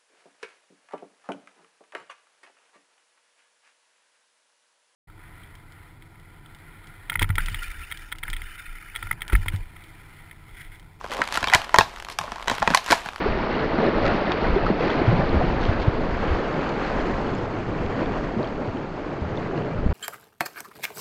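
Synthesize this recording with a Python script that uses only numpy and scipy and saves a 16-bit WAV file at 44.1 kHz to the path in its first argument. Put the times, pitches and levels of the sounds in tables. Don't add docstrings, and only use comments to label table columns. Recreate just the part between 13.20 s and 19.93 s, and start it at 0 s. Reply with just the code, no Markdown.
import sys
import numpy as np
from scipy import signal
from scipy.fft import rfft, irfft
from scipy.io import wavfile
from scipy.ndimage import uniform_filter1d

SR = 44100
rng = np.random.default_rng(int(sys.argv[2]) if len(sys.argv) > 2 else 0)


def master_out(mix):
    frames = np.transpose(np.atleast_2d(mix))
    ceiling = np.clip(frames, -1, 1)
    pcm = np.round(ceiling * 32767).astype(np.int16)
    wavfile.write(sys.argv[1], SR, pcm)


N = 296793
TIME = np.arange(N) / SR


# f/Hz, level/dB. All table levels are relative.
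RAPID_TONE = [(40, -16.5), (100, -5.5), (180, -1), (350, 0), (530, -1.5), (800, -5), (1300, -8.5),
              (2200, -14), (3000, -20.5), (3700, -25), (4400, -24.5), (5700, -40), (7000, -52.5),
              (8500, -72.5)]
CALM_TONE = [(40, -22.5), (85, -7.5), (120, -2), (200, -1), (340, 0), (530, -3.5), (800, -7), (1400, -11),
             (2200, -19), (3000, -27), (3700, -34), (4400, -33), (5700, -42.5), (6500, -42.5),
             (8500, -55.5)]
# crest t/s, rise t/s, churn level/dB, foam level/dB
WAVES = [(.03, 0.07, 0.5, 1.5), (.17, 0.083, -1, -.5), (.43, 0.0097, 0.5, 2), (.47, 0.018, -1.5, -4.5),
         (.65, .11, 5, 0.8), (.86, 0.089, 3, 2), (.97, 0.071, 2, 2), (1.3, 0.074, 2, 1),
         (1.55, 0.049, 0, -2.5), (1.69, 0.084, 4.5, 3), (1.92, 0.053, 2, 3), (2.12, 0.19, 3.5, 1.2),
         (2.47, 0.07, 0.4, 0.9), (2.81, 0.061, 2, -2), (3.06, 0.11, 0.5, 2.5), (3.26, 0.12, 2.5, 2.5),
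         (3.47, 0.045, 1.8, 3.5), (3.65, 0.059, 0, 3.5), (3.82, 0.18, 3, 3.5), (4.86, 0.23, 3.5, 2.7),
         (5.08, 0.029, -2, -0.5), (5.2, 0.025, 6, -0.3), (5.44, 0.13, 1.5, -0.1), (5.7, 0.045, -3, -1),
         (6.16, 0.1, 1, 1.5), (6.38, 0.12, 3.5, 1.9), (6.72, 0.037, 2.5, 4)]

def river(leave_s=1.24, calming_s=2.67, calm_share=0.93):
    water = foam() + amp(-3) * bubble_swarm()
    past_s = np.maximum(TIME - leave_s, 0)
    calm = calm_share * np.minimum(past_s / calming_s, 1)
    water = (1 - calm) * unit(colour(water, RAPID_TONE)) + calm * unit(colour(water, CALM_TONE))
    slosh_db = 0.78 * wander(11)
    flicker_db = -0.12 * wander(37)
    churn_db = sum(db * swell(s, rise) for s, rise, db, _ in WAVES)
    foam_db = sum(db * swell(s, rise) for s, rise, _, db in WAVES)
    churn = steady(band(water, 1, 800))
    wash = steady(band(water, 800, 2500))
    fizz = steady(band(water, 2500, 12000))
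    churn *= amp(-26.5 - 1.0853 * past_s + churn_db + slosh_db)
    wash *= amp(-31.5 - 1.88 * past_s + foam_db + slosh_db + flicker_db / 2)
    fizz *= amp(-43.5 - 2 * past_s + 0.93 * foam_db + slosh_db + flicker_db)
    return churn + wash + fizz


def foam(patchy_db=1.0, patch_s=0.068):
    hiss = rng.standard_normal(N)
    edges_hz = np.r_[1, np.geomspace(150, 7000, 13), SR / 2]
    return unit(sum(band(hiss, lo, hi) * amp(patchy_db * wander(1 / patch_s))
                    for lo, hi in zip(edges_hz, edges_hz[1:])))


def bubble_swarm(density=5000, spread_db=3.0, sizes=56):
    swarm = np.zeros(N)
    for hz in np.geomspace(130, 8000, sizes):
        per_s = density * np.sqrt(hz / 1000) / sizes
        births = np.flatnonzero(rng.random(N) < per_s / SR)
        flip, luck = np.random.default_rng(rng.integers(2 ** 31)).random((len(births), 2)).T
        strength = np.minimum(-np.log(luck), 4)
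        pops = np.zeros(N)
        pops[births] = np.sign(flip - 0.5) * amp(spread_db * strength)
        cycles = 29 * (hz / 1000) ** 0.4
        ring = bubble(hz, attack_s=0.5 / hz, ring_s=cycles / hz, glide=0.39)
        swarm += np.sqrt(hz) * unit(signal.oaconvolve(pops, ring)[:N])
    return unit(swarm)


def bubble(hz, attack_s, ring_s, glide):
    t = np.arange(int((attack_s + ring_s) * SR) + 2) / SR
    turns = np.cumsum(hz * 2 ** (glide * t / t[-1])) / SR
    onset = np.sin(np.pi / 2 * np.minimum(t / attack_s, 1)) ** 2
    fade = np.exp(-np.log(1000) * np.maximum(t - attack_s, 0) / ring_s)
    return onset * fade * np.sin(2 * np.pi * turns)


# t/s, level/dB, f/Hz, pitch slide/octaves, ring t/s
AIR_POCKETS = [(.058, -12, 415, 0.17, .07), (.437, -15, 436, 0.037, 0.064), (0.581, -12, 212, 0.72, 0.076),
               (.845, -14, 546, 0.13, 0.052), (.85, -18, 1300, -0.058, 0.079), (1.262, -21, 1050, .2, .04),
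               (1.359, -9, 352, 1.14, 0.095), (1.604, -14.5, 510, -0.16, 0.046),
               (1.872, -7.5, 109, 0.56, 0.18), (1.922, -11.5, 167, -0.023, 0.16), (2.03, -19, 510, .4, .06),
               (2.211, -13, 741, -0.2, 0.063), (3.034, -17, 480, 0.096, 0.047),
               (4.124, -20, 275, -0.16, 0.082), (4.517, -20.5, 290, -0.2, 0.06),
               (5.162, -17.5, 207, 0.51, .12), (5.472, -20, 112, -0.38, 0.12),
               (5.543, -22.5, 264, 0.35, 0.12), (6.01, -22.5, 77, 0.19, .36), (6.293, -21, 360, 0.5, 0.074),
               (6.39, -27, 168, -0.1, .13)]

def gulps(gain_db=-1):
    out = np.zeros(N)
    for s, db, hz, glide, ring_s in AIR_POCKETS:
        attack_s = 0.006 * np.sqrt(348 / hz)
        add(out, s, amp(db + gain_db) * bubble(hz, attack_s, ring_s, glide))
    return out


# t/s, level/dB, boom level/dB compared with the knock
BOW_SLAPS = [(1.501, -6.5, -5.5), (1.815, -8.5, -14.5)]

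def bow_slaps(gain_db=-1, boom_delay_s=0.007):
    knock = bubble(hz=325, attack_s=0.0029, ring_s=0.019, glide=-0.34)
    boom = bubble(hz=184, attack_s=0.0029, ring_s=0.076, glide=0)
    out = np.zeros(N)
    for s, db, boom_db in BOW_SLAPS:
        add(out, s, amp(db + gain_db) * knock)
        add(out, s + boom_delay_s, amp(db + gain_db + boom_db) * boom)
    return out


# f/Hz, level/dB
SPLAT_TONE = [(200, -32.5), (800, -18), (2400, 2), (3600, 1.5), (5000, -7.5), (7000, -23.5), (8500, -45)]
# t/s, level/dB, ring
# f/Hz, extra splat level/dB, ring t/s
DROPS = [(.349, -23, 2860, -8, .014), (.855, -24, 4330, -8, .018), (.878, -12.5, 1740, -9, .014),
         (1.12, -16.5, 3730, 5.5, .009), (1.125, -19, 2430, -5, .016), (1.465, -7.5, 1265, -17, .026),
         (1.678, -19, 2380, -11, .018), (1.703, -18, 3380, 0, 0.012), (2.093, -26, 4140, -13, .018),
         (2.412, -38, 6200, 3, .012), (2.453, -26, 3150, 4, .012), (2.616, -37, 3960, 6, .012),
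         (3.492, -39, 6700, 14, .014), (4.15, -39, 7060, -7, .018), (4.183, -38, 5170, -10, .018),
         (4.663, -24.5, 2470, -6, .014), (4.86, -33, 3490, 7, .012), (5.23, -32.5, 4390, 3, .014),
         (5.245, -27, 3190, -3, .01), (5.274, -32.5, 4420, 1, .012), (5.571, -29, 3060, -4, .01),
         (6.174, -24.5, 3530, -14, .011), (6.377, -27, 2850, -3, .013), (6.421, -33, 3140, -3, .009)]

def drops(ring_db=-6.5, splat_db=-2.5, spatter_db=-19, spatter_s=0.0016):
    out = np.zeros(N)
    t = np.arange(2048) / SR
    tick = t == 0
    for s, db, hz, extra_db, ring_s in DROPS:
        spatter = amp(spatter_db) * rng.standard_normal(len(t)) * np.exp(-t / spatter_s)
        splat = colour(np.pad(tick + spatter, len(t)), SPLAT_TONE)
        splat /= abs(splat).max()
        add(out, s - len(t) / SR, amp(db + splat_db + extra_db) * splat)
        add(out, s, amp(db + ring_db) * bubble(hz, 2 / hz, ring_s, glide=0.085))
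    return out


# f/Hz, level/dB
SPRAY_TONE = [(300, -14), (1500, 8.5), (4400, 0), (5700, -12.5), (6500, -16.5), (7700, -29), (8500, -46)]
# start t/s, length t/s, level/dB
SHOWERS = [(0.845, 0.043, -32.5), (.91, 0.073, -43), (1.558, 0.22, -40), (2.392, 0.12, -39.5),
           (2.594, 0.065, -37), (3.562, 0.15, -47), (5.473, .008, -45), (6.372, .014, -48)]

def spray(drops_per_s=900):
    ticks = rng.standard_normal(N) * (rng.random(N) < drops_per_s / SR)
    loudness = np.zeros(N)
    for s, length_s, db in SHOWERS:
        add(loudness, s, amp(db) * signal.windows.tukey(int(length_s * SR), 0.5))
    return unit(colour(ticks, SPRAY_TONE)) * loudness


# f/Hz, level/dB
HULL_TONE = [(50, -29.5), (90, -9.5), (118, -5), (160, -8.5), (260, -31), (900, -81.5)]
# peak t/s, rise t/s, level/dB
HULL_WAVES = [(.88, 0.066, -34), (1.97, 0.15, -28.5), (2.25, 0.33, -34), (4.35, 0.48, -35),
              (6.13, 0.064, -37), (6.5, 0.74, -34.5)]

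def hull(wobble_db=2):
    boom = colour(rng.standard_normal(N), HULL_TONE)
    return unit(boom * amp(wobble_db * wander(15))) * surges(HULL_WAVES, base_db=-47)


# f/Hz, level/dB
WIND_TONE = [(4, -15), (14, 1), (30, 0.5), (60, -4), (110, -14), (200, -30.5), (500, -45), (2000, -93.5)]
# peak t/s, rise t/s, level/dB
GUSTS = [(.1, 0.051, -23.5), (.84, 0.063, -22.5), (1.35, 0.15, -23.5), (2.17, 0.33, -23.5),
         (2.58, 0.21, -25), (2.92, 0.17, -27.5), (3.1, 0.099, -23), (3.9, 0.23, -28), (4.65, 0.051, -24),
         (4.95, 0.17, -28), (5.35, 0.08, -34), (6.1, 0.078, -42), (6.7, 0.12, -21)]
# peak t/s, level/dB, f/Hz, half length t/s
SWIRLS = [(0.129, -20, 28, 0.011), (1.3, -16, 70, 0.011), (1.336, -16, 34.6, 0.011),
          (1.443, -14, 25, 0.022), (2.169, -11.5, 70.6, 0.02), (2.238, -29, 34.5, 0.013),
          (2.495, -11, 86.4, 0.0089), (2.685, -6.5, 83, 0.0057), (3.127, -11, 68, 0.0074),
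          (6.665, -7, 65, 0.0039), (6.709, -18, 78.5, 0.03)]

def wind(gain_db=-2, lumpy_db=2.0, wake_db=-10):
    air = unit(colour(rng.standard_normal(N), WIND_TONE))
    strength_db = 20 * np.log10(surges(GUSTS, base_db=-31 - 1.5 * TIME))
    rumble = band(air, 45, 3000)
    brightness = amp(0.1 * (strength_db + 21))
    out = air - rumble + rumble * brightness
    out *= amp(strength_db + gain_db + lumpy_db * np.tanh(wander(9.2)))
    wake = amp(wake_db) * unit(band(rng.standard_normal(N), 95, 190))
    for s, db, hz, half_s in SWIRLS:
        t = TIME - s
        push = np.cos(2 * np.pi * (hz * t + rng.random()))
        out += amp(db + gain_db) * np.exp(-(t / half_s) ** 2) * (push + wake)
    return out


def swell(s, rise_s, tail=1.26):
    late = (TIME - s) / rise_s
    return np.exp(-np.where(late < 0, late, late / tail) ** 2)


def surges(rows, base_db):
    return np.sqrt(amp(base_db) ** 2 + sum((amp(db) * swell(s, rise)) ** 2 for s, rise, db in rows))


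def wander(rate_hz):
    hz = np.fft.rfftfreq(N, 1 / SR)
    return unit(irfft(rfft(rng.standard_normal(N)) / np.sqrt(1 + (hz / rate_hz) ** 4), N))


def colour(x, tone):
    hz = np.fft.rfftfreq(len(x), 1 / SR)
    tone_hz, tone_db = np.transpose(tone)
    db = np.interp(np.log(hz + 1), np.log(tone_hz + 1), tone_db)
    return irfft(rfft(x) * amp(db), len(x))


def band(x, lo_hz, hi_hz):
    hz = np.fft.rfftfreq(len(x), 1 / SR)
    below = lambda edge: 1 / (1 + (hz / edge) ** 8)
    return irfft(rfft(x) * (below(hi_hz) - below(lo_hz)), len(x))


def steady(x):
    return x / np.sqrt(uniform_filter1d(x ** 2, size=SR // 4))


def unit(x):
    return x / np.sqrt(np.mean(x ** 2) + 1e-20)


def amp(db):
    return 10 ** (np.asarray(db) / 20)


def add(mix, s, sound):
    part = mix[max(round(s * SR), 0):][:len(sound)]
    part += sound[:len(part)]


def scene():
    return (river() + hull() + gulps() + bow_slaps() + drops() + spray() + wind())[None]


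def record(dry):
    faded = dry * signal.windows.tukey(N, 0.001)
    treble_cut = signal.firwin(801, 8600, window=("kaiser", 9), fs=SR)
    return signal.oaconvolve(faded, treble_cut[None], "same")


dry = scene()
out = record(dry)
master_out(out)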